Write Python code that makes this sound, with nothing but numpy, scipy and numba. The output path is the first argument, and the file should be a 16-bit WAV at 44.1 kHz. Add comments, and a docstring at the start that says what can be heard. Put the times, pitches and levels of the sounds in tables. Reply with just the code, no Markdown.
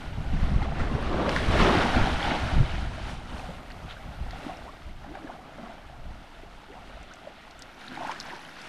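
"""Wind rumble and soft small waves come first; then a wavelet curls over close by on a sandy beach.
It fizzes as foam and drains away with little laps; weaker surges follow as the breeze dies down.
The water is made of clouds of ringing bubbles, with single plops, drops, slaps and gurgles.
Part of it also bounces off the wet sand. Wind and a thin hiss are shaped random noise."""
import sys
import numpy as np
from scipy import signal
from scipy.fft import rfft, irfft, next_fast_len
from scipy.io import wavfile
from scipy.ndimage import uniform_filter1d
from numba import njit

SR = 44100
rng = np.random.default_rng(int(sys.argv[2]) if len(sys.argv) > 2 else 0)


def int16_out(signal):
    """Quantize to a 16-bit WAV file."""
    q = np.round(np.clip(np.atleast_2d(signal).T, -1, 1) * 32767)
    wavfile.write(sys.argv[1], SR, q.astype(np.int16))


N = 382788
TIME = np.arange(N) / SR
STEPS = np.arange(N // 100 + 2) * 100 / SR  # a coarser clock for slow changes, in s

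# swells of the water sound (breaks, surges, foam bursts and backwash):
# [peak t/s, build-up/s, draining/s, churn level/dB, spray level/dB, fizz level/dB]
SWELLS = [(0.02, 0.12, 0.12, -51.5, -55.5, -70), (0.43, 0.35, 0.49, -43, -50.5, -68),
          (0.63, 0.018, 0.098, -39.5, -49, -78), (0.81, 0.11, 1.2, -40, -46.5, -68),
          (1.18, .1, 0.094, -41, -48.5, -75), (1.35, 0.11, 0.62, -41, -40, -58),
          (1.55, 0.029, 0.026, -28.5, -53.5, -71), (1.605, 0.088, 0.78, -30.5, -35.5, -55),
          (1.61, .03, 0.043, -28.5, -34.3, -60), (1.82, 0.084, 0.12, -30, -39, -62),
          (1.95, .03, 0.15, -31.5, -38.5, -65), (2.29, 0.085, 0.16, -35.5, -38, -67),
          (2.5, .06, 0.25, -43, -47, -79), (2.71, 0.044, .06, -45.5, -51.5, -77),
          (3.1, 0.053, 0.06, -47, -51, -62), (3.39, 0.096, 0.07, -49, -58, -67),
          (3.905, 0.031, 0.036, -64, -50, -74), (4.0, 5.5, 0.64, -52, -66, -74),
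          (4.38, 0.18, 0.11, -49.5, -54, -69), (4.505, 0.14, 0.087, -45.5, -53, -70),
          (4.63, .07, 0.095, -51, -61, -74), (5.25, 0.17, 0.2, -48.5, -61, -80),
          (5.64, 0.22, 0.17, -49.5, -63, -82), (7.0, 0.31, 1.1, -58.5, -60, -91),
          (8.06, 0.25, 0.34, -55, -51.5, -68), (8.11, 0.056, 0.028, -45.5, -65, -65),
          (8.28, 0.061, 0.12, -54, -56, -74), (8.66, 0.11, .3, -56.5, -52.5, -66)]
# the far shoreline, always there: [churn level/dB, spray level/dB, fizz level/dB]
SHORE_LEVELS = (-54.5, -60, -74.5)
# the near crest curling over: [t/s, build-up/s, draining/s, level of its big air pockets/dB]
CURLS = [(1.25, 0.29, 0.26, -34.5), (1.69, 0.13, 0.16, -28.5)]
# single air pockets closing in the water: [t/s, pitch f/Hz, tone peak level/dB, length/s, pitch climb/share]
PLOPS = [(0.62, 800, -28, 0.004, 0.21), (.723, 720, -31, 0.0047, 0.19), (0.803, 1346, -28.5, .007, 0.089),
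         (0.92, 217, -22, 0.011, .1), (1.2646, 1160, -19.5, 0.003, -0.2), (1.2825, 557, -21, 0.015, -0.23),
         (1.407, 606, -23.5, 0.006, 0.14), (1.5572, 625, -20, 0.0091, -0.13),
         (1.5995, 1290, -18.5, 0.0042, 0.15), (1.622, 183, -16.5, .016, -0.023),
         (1.6625, 420, -17.5, 0.0085, 0.28), (1.6969, 460, -16, 0.0039, 0.21),
         (1.7505, 740, -19, 0.0043, .1), (1.7545, 335, -17, 0.0082, 0.1),
         (1.8597, 850, -18.5, 0.0047, -0.17), (1.97, 254, -18, 0.0087, -0.047),
         (2.276, 800, -19.5, .004, 0.17), (2.3186, 250, -17.5, 0.0052, -0.016),
         (2.785, 756, -34, 0.011, 0.14), (2.982, 672, -33, 0.011, 0.24), (3.388, 700, -35, 0.011, 0.19),
         (3.4921, 173.7, -33.5, 0.024, 0.32), (3.493, 560, -32.5, 0.0055, 0.15),
         (3.5096, 565, -36, 0.0095, 0.38), (3.822, 640, -45, 0.0106, -.1), (3.968, 1540, -42, 0.01, 0.17),
         (4.2656, 750, -36, 0.0034, .1), (4.3346, 720, -34.5, 0.0072, 0.14), (4.359, 750, -39, 0.0076, .1),
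         (4.4678, 267, -30, 0.0086, 0.27), (4.4915, 726, -34, .003, .1), (4.4975, 726, -31.5, 0.009, .05),
         (4.6926, 1100, -38, 0.0099, 0.16), (5.0467, 760, -35, 0.0051, .1), (5.062, 950, -45, 0.0054, .25),
         (5.153, 1600, -38, 0.0039, -0.12), (5.1547, 780, -34, 0.008, -0.021),
         (5.1726, 660, -33, 0.0059, -0.27), (5.2476, 290, -30.5, 0.008, 0.021),
         (5.2749, 1670, -39.5, .007, -0.038), (5.298, 750, -33, 0.013, 0.53), (5.321, 1495, -41.5, .01, .2),
         (5.3939, 780, -39.5, 0.0038, .1), (5.588, 610, -40, .02, 0.37), (5.6371, 685, -40, .012, 0.11),
         (5.634, 222, -34.5, 0.013, -0.18), (5.699, 730, -38, 0.0143, 0.43),
         (5.8995, 746, -40.5, 0.0059, 0.14), (5.9331, 754, -44, .015, 0.23), (6.4352, 375, -37, 0.0052, .2),
         (6.973, 670, -38, 0.0082, 0.069), (7.113, 1450, -42, .01, 0.19),
         (7.2739, 600, -31.5, 0.0068, -0.037), (7.845, 1370, -40, .007, 0.062),
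         (7.9221, 257, -35, 0.0089, .1), (7.933, 1530, -40, .005, 0.15), (7.9755, 830, -30, 0.004, -0.26),
         (7.997, 330, -38, .009, .1), (8.0105, 706, -29, 0.0083, 0.0041), (8.0216, 930, -29, 0.0041, .1),
         (8.0336, 750, -32, 0.0043, -0.018), (8.0505, 850, -29.5, 0.0075, 0.3),
         (8.07, 253, -36, 0.0079, 0.025), (8.0757, 730, -31.5, 0.0032, 0.057),
         (8.088, 1500, -33, 0.0043, 0.16), (8.0954, 890, -21.5, 0.00323, 0.053),
         (8.103, 970, -30, 0.0075, 0.13), (8.1155, 2950, -36, .003, 0.045),
         (8.1161, 2300, -37, 0.0058, 0.17), (8.1205, 1030, -30, 0.0043, .1),
         (8.3059, 1780, -36, 0.0058, 0.22), (8.3343, 940, -32, 0.0046, 0.047),
         (8.336, 340, -38, 0.01, 0.17)]
# drops landing and small bubbles bursting nearby: [t/s, pitch f/Hz, tone peak level/dB, length/s]
DROPS = [(1.013, 9500, -47, .0006), (1.026, 9000, -47, .0006), (1.2936, 2340, -17.5, 0.00057),
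         (1.2938, 4700, -25, .0006), (1.3637, 1800, -17.5, 0.0013), (1.3629, 4530, -23, 0.0004),
         (2.229, 3280, -24.5, .003), (3.371, 2950, -41, .002), (3.382, 4350, -41, 0.0014),
         (3.396, 2550, -38, .0025), (3.458, 3590, -44, .0015), (3.704, 4400, -44, 0.0011),
         (3.712, 2800, -38, .0016), (3.719, 4370, -40, 0.0011), (3.928, 3810, -41, 0.001),
         (3.91, 3450, -34.5, 0.0015), (3.923, 2980, -43, 0.00196), (4.309, 4060, -31, 0.00044),
         (4.571, 5400, -43, 0.0012), (7.03, 6080, -42, .0003), (7.1374, 6000, -38.5, .0007),
         (7.1575, 7000, -48, .0002), (7.5102, 4440, -36.5, 0.00025), (7.593, 7450, -38, 0.00049),
         (7.622, 4600, -25.5, 0.00016), (7.813, 3830, -36, 0.00043), (7.8819, 3850, -30.5, 0.001),
         (8.074, 6200, -38, .0003), (8.1158, 5600, -36, 0.0013), (8.2016, 4960, -23, 0.00053),
         (8.21, 4130, -28, 0.00072), (8.228, 5310, -38, .0008), (8.2626, 4660, -38, .0005),
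         (8.451, 2980, -39, .002), (8.602, 4310, -40, 0.00069), (8.617, 5100, -35, 0.00047)]
# the lip of a crest slapping water or sand: [t/s, level/dB, decay/s]
SLAPS = [(0.619, -40, 0.012), (0.795, -36, 0.047), (1.292, -26, 0.0025), (1.3624, -26.5, 0.008),
         (1.588, -33, .03), (1.75, -34, .02), (3.384, -57, .016), (3.703, -40.5, 0.011),
         (4.309, -42, 0.0044), (5.041, -48, .006), (5.151, -41, 0.007), (6.733, -48.5, 0.01),
         (8.112, -39, 0.0097), (8.256, -41.5, .014)]
# ripples folding shut: [t/s, length/s, first f/Hz, last f/Hz, rms level/dB]
GURGLES = [(0.819, .07, 340, 420, -42), (1.104, 0.11, 304, 424, -37), (1.17, .09, 630, 1010, -38.5),
           (1.602, 0.19, 328, 423, -43), (2.2, 0.19, 810, 830, -35), (3.307, 0.061, 282, 220, -45),
           (4.65, 0.037, 497, 1160, -46), (5.056, 0.11, 248, 420, -47), (5.186, 0.052, 336, 300, -48),
           (5.527, 0.11, 204, 270, -50), (5.638, 0.054, 1050, 1600, -58), (6.675, .07, 354, 560, -51),
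           (6.732, .06, 670, 960, -48.5), (7.83, 0.24, 263, 307, -49), (7.96, 0.14, 840, 1000, -44.5),
           (8.038, 0.095, 1300, 1650, -48), (8.241, .17, 960, 900, -48.5)]
# separate droplets of the last wavelet: [t/s, level/dB]
PATTER = [(7.4, -100), (7.75, -67), (7.95, -60), (8.1, -60.5), (8.4, -61.5), (8.68, -65.5)]
# delay of the bounce off the wet sand, as the breaking front moves: [t/s, lag/ms]
SAND_LAG = [(0, 1.36), (.7, 1.4), (1.2, 1.75), (1.6, 1.65), (1.9, 1.2), (2.3, 1.22), (3.0, 1.3),
            (3.7, 1.39), (5.3, 1.3), (7.4, 1.4), (8.0, 1.1), (8.68, 1.1)]
# how wide the sound is, opening once the breeze has dropped: [t/s, side against centre level/dB]
WIDTH = [(0, -81), (6.4, -51), (7, -25), (7.7, -20.5), (8.68, -15)]
# the breeze dying down: [t/s, wind level/dB]
BREEZE = [(0, -39.5), (0.35, -33.5), (2.1, -33.5), (2.28, -37.5), (2.7, -36), (3.1, -37), (3.6, -44),
          (4.4, -46.5), (5.5, -51.5), (7, -54.5), (8.68, -66)]
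# gusts on top of the breeze: [t/s, half length/s, wind level/dB]
GUSTS = [(0.187, 0.021, -31), (0.362, 0.029, -27), (0.44, 0.015, -25.5), (0.559, 0.054, -26.5),
         (0.72, 0.027, -30), (0.806, 0.02, -28), (0.945, 0.026, -30), (1.497, 0.018, -25),
         (1.608, 0.051, -27), (1.777, 0.03, -28), (1.996, 0.038, -24.5), (2.166, 0.034, -32.5),
         (2.447, .025, -28), (2.591, 0.048, -23.5), (2.802, 0.076, -36), (3.857, 0.024, -38.5),
         (4.082, 0.03, -38), (4.22, 0.033, -38), (4.333, .06, -41), (4.987, 0.13, -45.5),
         (6.046, 0.12, -44), (6.504, 0.15, -49), (6.987, 0.06, -47), (7.58, .03, -50), (8.226, .04, -53)]
# swelling and sinking of the thin hiss: [t/s, level/dB in the left ear]
HISS = [(0, -74), (.4, -75), (.55, -88), (3.1, -88), (3.4, -73.5), (4.5, -74), (4.8, -77.5), (7.3, -79.5),
        (8.1, -75), (8.68, -77)]
# tone colour of each layer, as a curve over pitch: [f/Hz, level/dB]
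CHURN_COLOUR = [(60, -8), (160, -0.5), (260, 5), (350, 1), (470, -4.5), (750, 2), (1120, -3.2),
                (1420, -8.5), (2100, -15), (3000, -28), (6000, -57), (12000, -80)]
SPRAY_COLOUR = [(600, -8), (1100, -3), (1400, 5), (1700, 1.5), (2000, 1), (2400, -1), (3100, -2),
                (3800, -5.5), (4700, -12), (5700, -16.5), (7000, -25), (10000, -47)]
FIZZ_COLOUR = [(3000, 11), (5500, 3), (7500, -1.5), (9000, -1), (10500, -6), (12000, -13.5), (13200, -18),
               (14500, -39)]
CURL_COLOUR = [(50, -18), (130, -0.5), (230, 2), (450, 0.5), (620, -2.5), (820, -7), (1050, -4),
               (1600, -15), (4000, -66.5), (10000, -80)]
SLAP_COLOUR = [(400, -6), (900, 4), (1800, 14.5), (3000, -4.5), (5000, -12.5), (8000, -17), (12000, -33),
               (15000, -57)]
PATTER_COLOUR = [(1500, 17.5), (3000, 1), (5400, -0.5), (7700, -12), (9200, -15), (10500, -7.5),
                 (12500, -19), (14000, -23)]
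WIND_COLOUR = [(8, -16), (22, -1.5), (40, -4), (62, -6), (90, -14), (140, -17), (220, -25.5), (400, -34),
               (1000, -74), (4000, -120)]
BUFFET_COLOUR = [(25, -2), (45, -11.5), (62, 2), (88, -5), (120, -6.5), (165, -8.5), (220, -15.5),
                 (300, -30), (500, -32.5), (1500, -58), (6000, -110)]
HISS_COLOUR = [(7000, -22), (10000, -8), (11500, -2), (12700, 0), (13500, -6), (14300, -17), (15200, -36)]

FOAM_LINGER = 1.27  # foam takes this many times longer to drain than the water
DRAIN_SHAPE = 1.29  # above 1 a swell lingers at its peak and then falls faster
SURGE_WANDER_DB = .6
LAP_DB = -9.5  # the many lesser air pockets, against the churning
DROP_RISE = 0.038  # pitch climb of a drop's bubble, as a share
DROP_SPLASH_S = .004
SAND_SHARE, SAND_EDGE_HZ = 0.22, 1140  # strength of the bounce; it is duller above this pitch
LAG_WANDER = .035  # random drift of the bounce delay, as a share
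SIDE_EDGE_HZ = 4500  # the widening copy of the wash is duller above this
RUMBLE_SHARE_DB, RUMBLE_WANDER_DB = -0.5, 1.5
BUFFET_SHARE_DB, BUFFET_WANDER_DB = 1.76, 2.0  # the share holds at the strongest gust
BUFFET_GROWTH = 0.44  # extra dB of buffeting per dB of wind
TOP_HZ = 14800  # treble above this is cut


def curl():
    """The near crest folds over and traps big air pockets: a low gurgle."""
    sizes, band = (90, 2200), (350, 550)
    folding_db = together([amp(db) * surge(s, build_s, drain_s) for s, build_s, drain_s, db in CURLS])
    cloud = bubbles(sizes, per_s=1500, cycles=13, spread_db=1.5, rise=0.2, blur=0.6)
    return colour(cloud, CURL_COLOUR, band) * amp(folding_db)


def surge(s, build_s, drain_s):
    """The water sound builds up to its peak, then drains away."""
    pace_s = np.where(STEPS < s, build_s, drain_s)
    return np.exp(-(np.abs(STEPS - s) / pace_s) ** DRAIN_SHAPE)


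def shore():
    """Levels in dB of churning, spray and fizz: each swell drives all three, and its foam lingers."""
    churn_gains, spray_gains, fizz_gains = layers = [[amp(db)] for db in SHORE_LEVELS]
    for s, build_s, drain_s, churn_db, spray_db, fizz_db in SWELLS:
        water = surge(s, build_s, drain_s)
        foam = surge(s, build_s, drain_s * FOAM_LINGER)
        churn_gains.append(amp(churn_db) * water)
        spray_gains.append(amp(spray_db) * water)
        fizz_gains.append(amp(fizz_db) * foam)
    uneven_db = SURGE_WANDER_DB * walk(14)  # the front never breaks evenly along its length
    return [together(layer) + uneven_db for layer in layers]


def churn(db):
    """Middle-sized bubbles ring where the water tumbles along the shore, in uneven surges."""
    sizes, band = (130, 3500), (600, 1800)
    cloud = bubbles(sizes, per_s=1700, cycles=17, spread_db=2.6, rise=.15, blur=.6)
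    return colour(off_sand(cloud), CHURN_COLOUR, band) * amp(db + 0.73 * walk(16))


def laps(db):
    """Lesser air pockets close at random, as loud as the water is lively."""
    sizes, band = (180, 1800), (600, 1800)
    cloud = bubbles(sizes, per_s=45, cycles=20, spread_db=1.8, rise=.25, blur=0)
    return colour(off_sand(cloud), CHURN_COLOUR, band) * amp(db + LAP_DB)


def spray(db):
    """Droplets and small bubbles are thrown up by the front of the water."""
    sizes, band = (1000, 9000), (2300, 5000)
    cloud = bubbles(sizes, per_s=4000, cycles=22, spread_db=2.8, rise=.1, blur=.7)
    return colour(off_sand(cloud), SPRAY_COLOUR, band) * amp(db + 0.88 * walk(25))


def fizz(db):
    """Foam bursts on the sand: a crowd of tiny, high bubbles."""
    sizes, band = (4000, 15000), (7000, 10500)
    cloud = bubbles(sizes, per_s=3000, cycles=10, spread_db=1.0, rise=.05, blur=1.0)
    return colour(cloud, FIZZ_COLOUR, band) * amp(db + 0.58 * walk(30))


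def patter():
    """The last wavelet breaks so thinly and so close that its droplets stand apart."""
    sizes, band = (1500, 13000), (4000, 9000)
    db, = curves(PATTER)
    cloud = bubbles(sizes, per_s=900, cycles=14, spread_db=2.4, rise=.08, blur=0)
    return colour(cloud, PATTER_COLOUR, band) * amp(db)


def plops():
    """Single air pockets close in a lap of water and ring, each with a longer splash."""
    return blips(PLOPS, splash=0.14, splash_s=0.022, breadth=0.58)


def drops():
    """Drops land and small bubbles burst: short, high rings with a quick splash."""
    table = [(*drop, DROP_RISE) for drop in DROPS]
    return blips(table, splash=0.2, splash_s=DROP_SPLASH_S, breadth=0.29)


def blips(table, splash, splash_s, breadth):
    """Each cavity swells, rings with a gliding pitch and dies; a little splash around that pitch trails it."""
    out = np.zeros(N)
    size = SR // 8
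    noises = rng.standard_normal((len(table), size))
    t = np.arange(size) / SR
    for (s, hz, db, length, rise), noise in zip(table, noises):
        swell = length / 2.45  # time from silence to the peak, in s
        age = t / swell
        pitch = hz * (1 + rise * np.tanh((age - 1.5) / 3))
        tone = age * np.exp(1 - age) * np.sin(2 * np.pi * np.cumsum(pitch) / SR)
        edges = [hz / (1 + breadth), min(hz * (1 + breadth), SR / 2 - 1000)]
        near_pitch = signal.butter(2, edges, "band", fs=SR, output="sos")
        wet = unit(signal.sosfilt(near_pitch, noise))
        trail = splash * wet * (1 - np.exp(-age)) * np.exp(-t / splash_s)
        sound = amp(db) * (tone + trail)
        start = int((s - swell) * SR)  # so that the swell peaks at the listed time
        out[start:start + size] += sound[:N - start]
    return out


def gurgles():
    """As a ripple folds, its air pocket changes size: bubble after bubble sounds along a sliding pitch."""
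    out = np.zeros(N)
    for s, length, first_hz, last_hz, db in GURGLES:
        u = rng.random((32, 3))
        count = int(np.clip(length * 190, 4, len(u)))  # about 190 bubbles a second
        along = (np.arange(count) + .2 + .6 * u[:count, 0]) / count  # 0 at the start, 1 at the end
        slide_hz = first_hz * (last_hz / first_hz) ** along
        hz = slide_hz * (1 + 0.12 * (u[:count, 1] - .5))
        size = np.sqrt(np.sin(np.pi * along)) * (.5 + u[:count, 2])
        start = ((s + along * length) * SR).astype(np.int64)
        chain = ring(np.zeros(N), start, hz, np.full(count, 14.), size, 0.1)
        out += chain * amp(db) * np.sqrt(length * SR / np.sum(chain ** 2))
    return out


def slaps():
    """Each slap throws up a short, bright burst of spray: noise that starts at once and dies away."""
    blow = np.zeros(N)
    for s, db, decay_s in SLAPS:
        pace_s = np.where(TIME < s, .0006, decay_s)
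        blow += amp(db) * np.exp(-np.abs(TIME - s) / pace_s)
    return blow * colour(rng.standard_normal(N), SLAP_COLOUR, (500, 8000))


def off_sand(x):
    """The wet sand returns a duller copy just after the direct sound; the hollow tone shifts with the delay."""
    lag_ms = curves(SAND_LAG)[0] * (1 + LAG_WANDER * walk(2.7))
    bounce = signal.sosfilt(signal.butter(1, SAND_EDGE_HZ, fs=SR, output="sos"), x)
    return x + SAND_SHARE * np.interp(TIME - lag_ms / 1000, TIME, bounce, left=0)


def wind():
    """Eddies rumble on the microphone; strong gusts add a faster, higher buffeting."""
    band = (20, 130)
    breeze = amp(np.interp(STEPS, *np.transpose(BREEZE)))
    gusts = [amp(gust_db) * bell(s, half_s) for s, half_s, gust_db in GUSTS]
    db = together([breeze] + gusts)
    rumble_db = db + RUMBLE_SHARE_DB + RUMBLE_WANDER_DB * walk(12)
    rumble = colour(rng.standard_normal(N), WIND_COLOUR, band) * amp(rumble_db)
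    strength_db = db + BUFFET_SHARE_DB + BUFFET_GROWTH * (db - db.max())
    buffet_db = strength_db + BUFFET_WANDER_DB * walk(30)
    buffet = colour(rng.standard_normal(N), BUFFET_COLOUR, band) * amp(buffet_db)
    return rumble + buffet


def bell(s, half_s):
    """A smooth rise and fall around the time s."""
    return np.exp(-.5 * ((STEPS - s) / half_s) ** 2)


def hiss():
    """A faint thin hiss of high noise, different in each ear and stronger on the left."""
    band = (11800, 13500)
    db, = curves(HISS)
    ears = [amp(db + ear_db) * colour(rng.standard_normal(N), HISS_COLOUR, band) for ear_db in (0, -6)]
    return np.array(ears)


def bubbles(band, per_s, cycles, spread_db, rise, blur):
    """A cloud of bubbles, many faint and a few strong, over the blur of countless distant ones."""
    u = rng.random((int(per_s * N / SR), 4))
    start = (u[:, 0] * N).astype(np.int64)
    hz = band[0] * (band[1] / band[0]) ** u[:, 1]
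    strength_db = spread_db * np.minimum(-np.log(1 - u[:, 2]), 4.5)
    # small bubbles die sooner and start harder, so the cloud is even in frequency
    size = hz * amp(strength_db)
    cloud = ring(np.zeros(N), start, hz, cycles * (.5 + u[:, 3]), size, float(rise))
    distant = rng.standard_normal(N) * np.sqrt(SR / 2 / (band[1] - band[0]))
    return unit(cloud) + blur * distant


@njit
def ring(out, start, hz, cycles, size, rise):
    """Sum of damped sines whose pitch climbs as each bubble nears the surface."""
    y = out.copy()
    for k in range(len(start)):
        life = cycles[k] * SR / hz[k]  # in samples
        step = 2 * np.pi * hz[k] / SR
        z = size[k] + 0j
        p = np.exp(1j * step - 5 / life)  # one sample's turn and fade
        glide = np.exp(1j * step * rise / life)  # each turn is a little bigger than the last
        for i in range(start[k], min(start[k] + int(life), len(y))):
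            z *= p
            p *= glide
            y[i] += z.imag
    return y


def colour(x, points, band):
    """Shape x by (Hz, dB) points, with rms 1 inside the band (Hz, Hz)."""
    hz, db = np.transpose(points)
    size = next_fast_len(N)
    f = np.fft.rfftfreq(size, 1 / SR)
    shaped = rfft(x, size) * amp(np.interp(np.log(f + 1), np.log(hz), db))
    inside = shaped[(f > band[0]) & (f < band[1])]
    return irfft(shaped, size)[:N] * size / np.sqrt(2 * np.sum(np.abs(inside) ** 2))


def walk(rate):
    """Smooth random wander with spread 1, turning about rate times a second."""
    k = max(int(SR / rate), 2)
    held = np.repeat(rng.standard_normal(N // k + 2), k)[:N]
    return unit(uniform_filter1d(uniform_filter1d(held, k), k // 2))


def together(gains):
    """Level in dB, per sample, of unrelated sounds heard at once: their powers add."""
    power = sum(g ** 2 for g in gains)
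    return smooth(10 * np.log10(power + 1e-18))


def smooth(values):
    """Slow values, one per step, joined into one per sample."""
    return np.interp(TIME, STEPS, values)


def curves(table):
    """The columns of a table, after its times, as one value per sample."""
    s, *columns = np.transpose(table)
    return [np.interp(TIME, s, c) for c in columns]


def unit(x):
    """Scale to rms 1."""
    return x / np.sqrt(np.mean(x ** 2))


def amp(db):
    """Decibels to gain."""
    return 10 ** (np.asarray(db) / 20)


def scene():
    """Water and wind sit in the centre; late on the wash widens and the nearest drops fall to the left."""
    churn_db, spray_db, fizz_db = shore()
    width_db, = curves(WIDTH)
    wash = churn(churn_db) + laps(churn_db) + spray(spray_db) + fizz(fizz_db) + curl() + patter()
    pockets = plops()
    near_drops = drops()
    mid = wash + pockets + near_drops + gurgles() + slaps() + wind()
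    # a duller copy of the wash, 6 ms late and opposite in the two ears, widens the image
    dull_wash = signal.sosfilt(signal.butter(1, SIDE_EDGE_HZ, fs=SR, output="sos"), wash)
    late_wash = np.interp(TIME - .006, TIME, dull_wash, left=0)
    side = amp(width_db) * (late_wash + amp(5) * near_drops)
    return mid + np.array([side, -side]) + hiss()


def record(dry):
    """The camera cuts the highest treble with a steep filter."""
    return signal.sosfilt(signal.ellip(8, .2, 70, TOP_HZ, fs=SR, output="sos"), dry)


dry = scene()
out = record(dry)
int16_out(out)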